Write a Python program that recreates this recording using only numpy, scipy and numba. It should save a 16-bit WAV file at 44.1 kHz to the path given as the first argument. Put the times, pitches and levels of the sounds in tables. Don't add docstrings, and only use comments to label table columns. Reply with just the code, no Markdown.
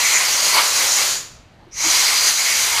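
import sys
import numpy as np
from scipy import signal
from scipy.fft import rfft, irfft, next_fast_len
from scipy.io import wavfile
from scipy.ndimage import uniform_filter1d
from numba import njit

SR = 44100
rng = np.random.default_rng(int(sys.argv[2]) if len(sys.argv) > 2 else 0)


def volts(x):
    e = np.asarray(x, float) / 20
    return 10 ** e


def bounce(signal):
    frames = np.transpose(np.atleast_2d(signal))
    limited = np.clip(frames, -1, 1)
    pcm = np.round(limited * 32767).astype(np.int16)
    wavfile.write(sys.argv[1], SR, pcm)


N = 123479

# (time [s], strength [dB], depth into a pleat [-1.6..1], jet on an edge
# [0..1], pocket howl [dB])
NOZZLE_SWEEP = [(0, 1, -0.82, 0.52, 6), (.09, -1.5, 0.031, 0.38, 4.5), (.17, 1, -1.6, 0.43, 12),
                (.29, -1.5, 0.014, 0.55, 0), (.36, 0.5, -0.84, 0.6, 1), (.47, 1.5, -0.53, 0.35, -3),
                (.72, -2, -0.77, 0.28, -2.5), (0.841, 0, .6, 0.47, 1.5), (.93, -1, -1.26, 0.32, -3),
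                (1.02, 1, 0.37, 0.5, 0.5), (1.1, 0, -0.39, 0, -11), (1.86, 4, -.5, 0.45, -1),
                (1.95, 3, 0.83, 0.05, 0.8), (2.18, -0.5, -0.056, 0.43, -2.8), (2.4, -1.5, -.4, 0, 2.5),
                (2.47, -2.5, 0.36, 0, 6), (2.58, -1.5, -0.42, 0, 2), (2.8, -2.5, 0.15, 0.95, -3.5)]
# (time [s], length [s], strength [dB], added depth [-], added edge [-])
RIB_PASSES = [
    (0.591, 0.042, 2, 1.6, 0.91),
    (2.282, 0.016, 4.5, -0.056, 0.052),
    (2.345, 0.021, -5, -0.098, 0.084),
]
# (frequency [Hz], density [dB per Hz])
JET_SPECTRUM = [(120, -37.5), (250, -22), (600, -13), (1400, -6), (3440, -6.5), (7600, -6.5), (10500, -9),
                (14600, -16.5)]
# (frequency [Hz], width [Hz], level [dB], per depth [dB], per edge [dB],
# share of pitch lost at low pressure [-], level lost at low pressure [dB])
RESONANCES = [(560, 370, -21.5, 2.7, 0.5, .01, 5.4), (1026, 420, -21, 1.6, 13.5, .02, 9.2),
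              (2168, 420, -12, 2.7, 4.5, .03, 1.5), (3120, 700, -16.5, 3.7, 3.5, .02, 14),
              (4204, 500, -8.5, 2, -3, .02, 18), (4777, 610, -8.5, 1.5, -0.3, .02, 15),
              (5316, 160, -10.5, -0.8, 1.4, .02, 8.2), (6080, 980, -6, -2.5, -2, .08, .3),
              (6846, 730, -5, -4, -12, 0.17, .3)]
# (frequency [Hz], density [dB])
RUMBLE_SPECTRUM = [(25, -8), (110, -9), (350, -17.5), (700, -23), (1500, -28), (4200, -35), (5000, -45),
                   (15000, -66.5)]
# (frequency [Hz], density [dB])
HISS_SPECTRUM = [(1500, -10), (4200, 0), (5200, -2), (6500, -6), (8000, -12), (11000, -18), (15000, -23)]
# (time [s], length [s], depth [dB])
RUMBLE_LULLS = [
    (.66, 0.045, -8),
    (.8, 0.065, -3),
    (0.956, 0.019, -10),
    (2.103, 0.037, -10),
    (2.415, .05, -6),
]
# (time [s], length [s], level [dB], frequency [Hz], width [Hz])
RUSTLES = [
    (1.63, .03, -52, 830, 300),
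    (1.3, 0.043, -60, 1040, 300),
    (1.665, 0.022, -50, 320, 80),
    (1.873, 0.015, -31, 315, 45),
    (2.12, 0.0377, -47, 32, 23),
    (0.574, 0.025, -47, 110, 110),
]

SHUT_S, OPEN_S = 1.1106, 1.7124
OPEN_FROM_DB = -34


def unit(x):
    return x / np.sqrt(np.mean(x ** 2))


def walk(rate):
    hold = int(SR / rate)
    steps = np.repeat(rng.standard_normal(N // hold + 1), hold)[:N]
    return unit(uniform_filter1d(uniform_filter1d(steps, hold), hold))


def bump(t, at, length):
    return np.exp(-.5 * ((t - at) / length) ** 2)


@njit
def svf(x, hz, width):
    y, band, low = np.empty(len(x)), 0., 0.
    for i in range(len(x)):
        g, k = np.tan(np.pi * hz[i] / SR), width / hz[i]
        v = (band + g * (x[i] - low)) / (1 + g * (g + k))
        band, low, y[i] = 2 * v - band, low + 2 * g * v, k * v
    return y


def ring(hz, width):
    hz = hz + np.zeros(N)
    once = svf(rng.standard_normal(N), hz, 1.32 * width)
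    return unit(svf(once, hz, 1.32 * width))


def coloured(table, flicker_db):
    size = next_fast_len(N, True)
    hz, table = np.arange(1, size // 2 + 2) * SR / size, np.array(table, float)
    shape_db = np.interp(np.log(hz), np.log(table[:, 0]), table[:, 1])
    spectrum = rfft(rng.standard_normal(size)) * volts(shape_db)
    place = 2 * np.log2(hz / 20)
    out = np.zeros(N)
    for k in range(20):
        crossfade = np.cos(np.pi / 2 * np.clip(place - k, -1, 1)) ** 2
        out = out + irfft(spectrum * crossfade, size)[:N] * volts(flicker_db * walk(14))
    return unit(out)


def valve(t):
    shut_db_per_s, knee_s = 177.5, 0.024
    open_tau_s, open_edge_db_per_s = 0.058, 6000
    shut = -shut_db_per_s * knee_s * np.logaddexp(0, (t - SHUT_S) / knee_s)
    since = t - OPEN_S
    opened = OPEN_FROM_DB * np.exp(-np.maximum(since, 0) / open_tau_s)
    opened = opened + open_edge_db_per_s * np.minimum(since, 0)
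    return np.maximum(shut, opened)


def aim(t):
    s, *columns = np.array(NOZZLE_SWEEP, float).T
    db, depth, edge, howl = (uniform_filter1d(np.interp(t, s, c), size=600) for c in columns)
    for at, length, rib_db, rib_depth, rib_edge in RIB_PASSES:
        near = bump(t, at, length)
        db, depth, edge = db + rib_db * near, depth + rib_depth * near, edge + rib_edge * near
    return db, depth, edge, howl


def jet(db, depth, edge, low):
    level_db = -3.0 - .5001 * db + 1.2 * depth - 0.1 * edge - 22 * low
    return volts(level_db) * coloured(JET_SPECTRUM, .5)


def pleats(t, depth, edge, howl, low, fading):
    drift, wander_db, flutter_db = 0.0095, 0.97, 2.19
    howl_hz, turned_db, turned_below_hz = 2150, -12, 800
    out = np.zeros(N)
    for hz, width, level_db, per_depth, per_edge, sag, lag_db in RESONANCES:
        gain_db = level_db + per_depth * depth + per_edge * edge - lag_db * (low + fading)
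        gain_db = gain_db + wander_db * walk(7) + flutter_db * walk(39.58)
        gain_db = gain_db + turned_db * (t > OPEN_S) * (hz < turned_below_hz)
        gain_db = gain_db + howl * (abs(hz / howl_hz - 1) < .2)
        pitch = hz * (1 - sag * low + drift * walk(6.34))
        out = out + volts(gain_db) * ring(pitch, 1. * width)
    return out


def blow_gun(t):
    fade_share = 0.22
    db, depth, edge, howl = aim(t)
    flow = valve(t)
    lack = np.clip(flow / OPEN_FROM_DB, 0, 1)
    low = np.where(t > OPEN_S - .1, lack, 0)
    fading = fade_share * np.where(t < OPEN_S - .1, lack, 0)
    air = jet(db, depth, edge, low) + pleats(t, depth, edge, howl, low, fading)
    return air * volts(-17.5 + db + flow + 0.48 * walk(29.88))


@njit
def walls(x, lags, gain, damp):
    line, soft, out = np.zeros((8, 4096)), np.zeros(8), np.zeros(len(x))
    for i in range(len(x)):
        total = 0.
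        for k in range(8):
            soft[k] += (1 - damp) * (gain[k] * line[k, (i - lags[k]) & 4095] - soft[k])
            total += soft[k]
        out[i] = soft[0] - soft[1] + soft[2] - soft[3] + soft[4] - soft[5] + soft[6] - soft[7]
        for k in range(8):
            line[k, i & 4095] = x[i] + soft[k] - total / 4
    return out


def garage_tail(gun):
    t60_s, damp, level_db = 0.6, 0.19, -16
    lags = np.array([701, 887, 1093, 1303, 1531, 1777, 2053, 2339])
    return volts(level_db) * walls(gun, lags, volts(-60 * lags / SR / t60_s), damp)


def room_floor(t):
    sag_db = sum(db * bump(t, at, length) for at, length, db in RUMBLE_LULLS)
    rumble = volts(-47.5 + sag_db) * coloured(RUMBLE_SPECTRUM, 2.1)
    return rumble + volts(-65) * coloured(HISS_SPECTRUM, 0.69)


def circuit_tick(t):
    hz, first_s, length_s, per_s, level_db = 11600, .0175, .0025, 29.97, -77
    since = ((t - first_s) * per_s + .5) % 1 - .5
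    return volts(level_db) * bump(since / per_s, 0, length_s) * np.sin(2 * np.pi * hz * t)


def paper_rustle(t):
    out = np.zeros(N)
    for at, length, db, hz, width in RUSTLES:
        out = out + volts(db) * bump(t, at, length) * ring(1. * hz, 1. * width)
    return out


def scene():
    t = np.arange(N) / SR
    gun = blow_gun(t)
    mono = gun + garage_tail(gun) + room_floor(t) + paper_rustle(t)
    return np.array([mono, mono])


def roll_off(x):
    return signal.sosfilt(signal.butter(12, 16130, fs=SR, output="sos"), x)


def record(dry):
    t = np.arange(N) / SR
    notch_hz, notch_width_hz, notch_share = 5250, 230., 0.97
    ceiling, top_hz = 1.63, 15310
    x = dry - notch_share * svf(dry[0], notch_hz + 0 * t, notch_width_hz) + circuit_tick(t)
    x = ceiling * np.tanh(x / ceiling)
    x = signal.sosfilt(signal.ellip(16, .2, 90, top_hz, fs=SR, output="sos"), x)
    return roll_off(x)


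dry = scene()
out = record(dry)
bounce(out)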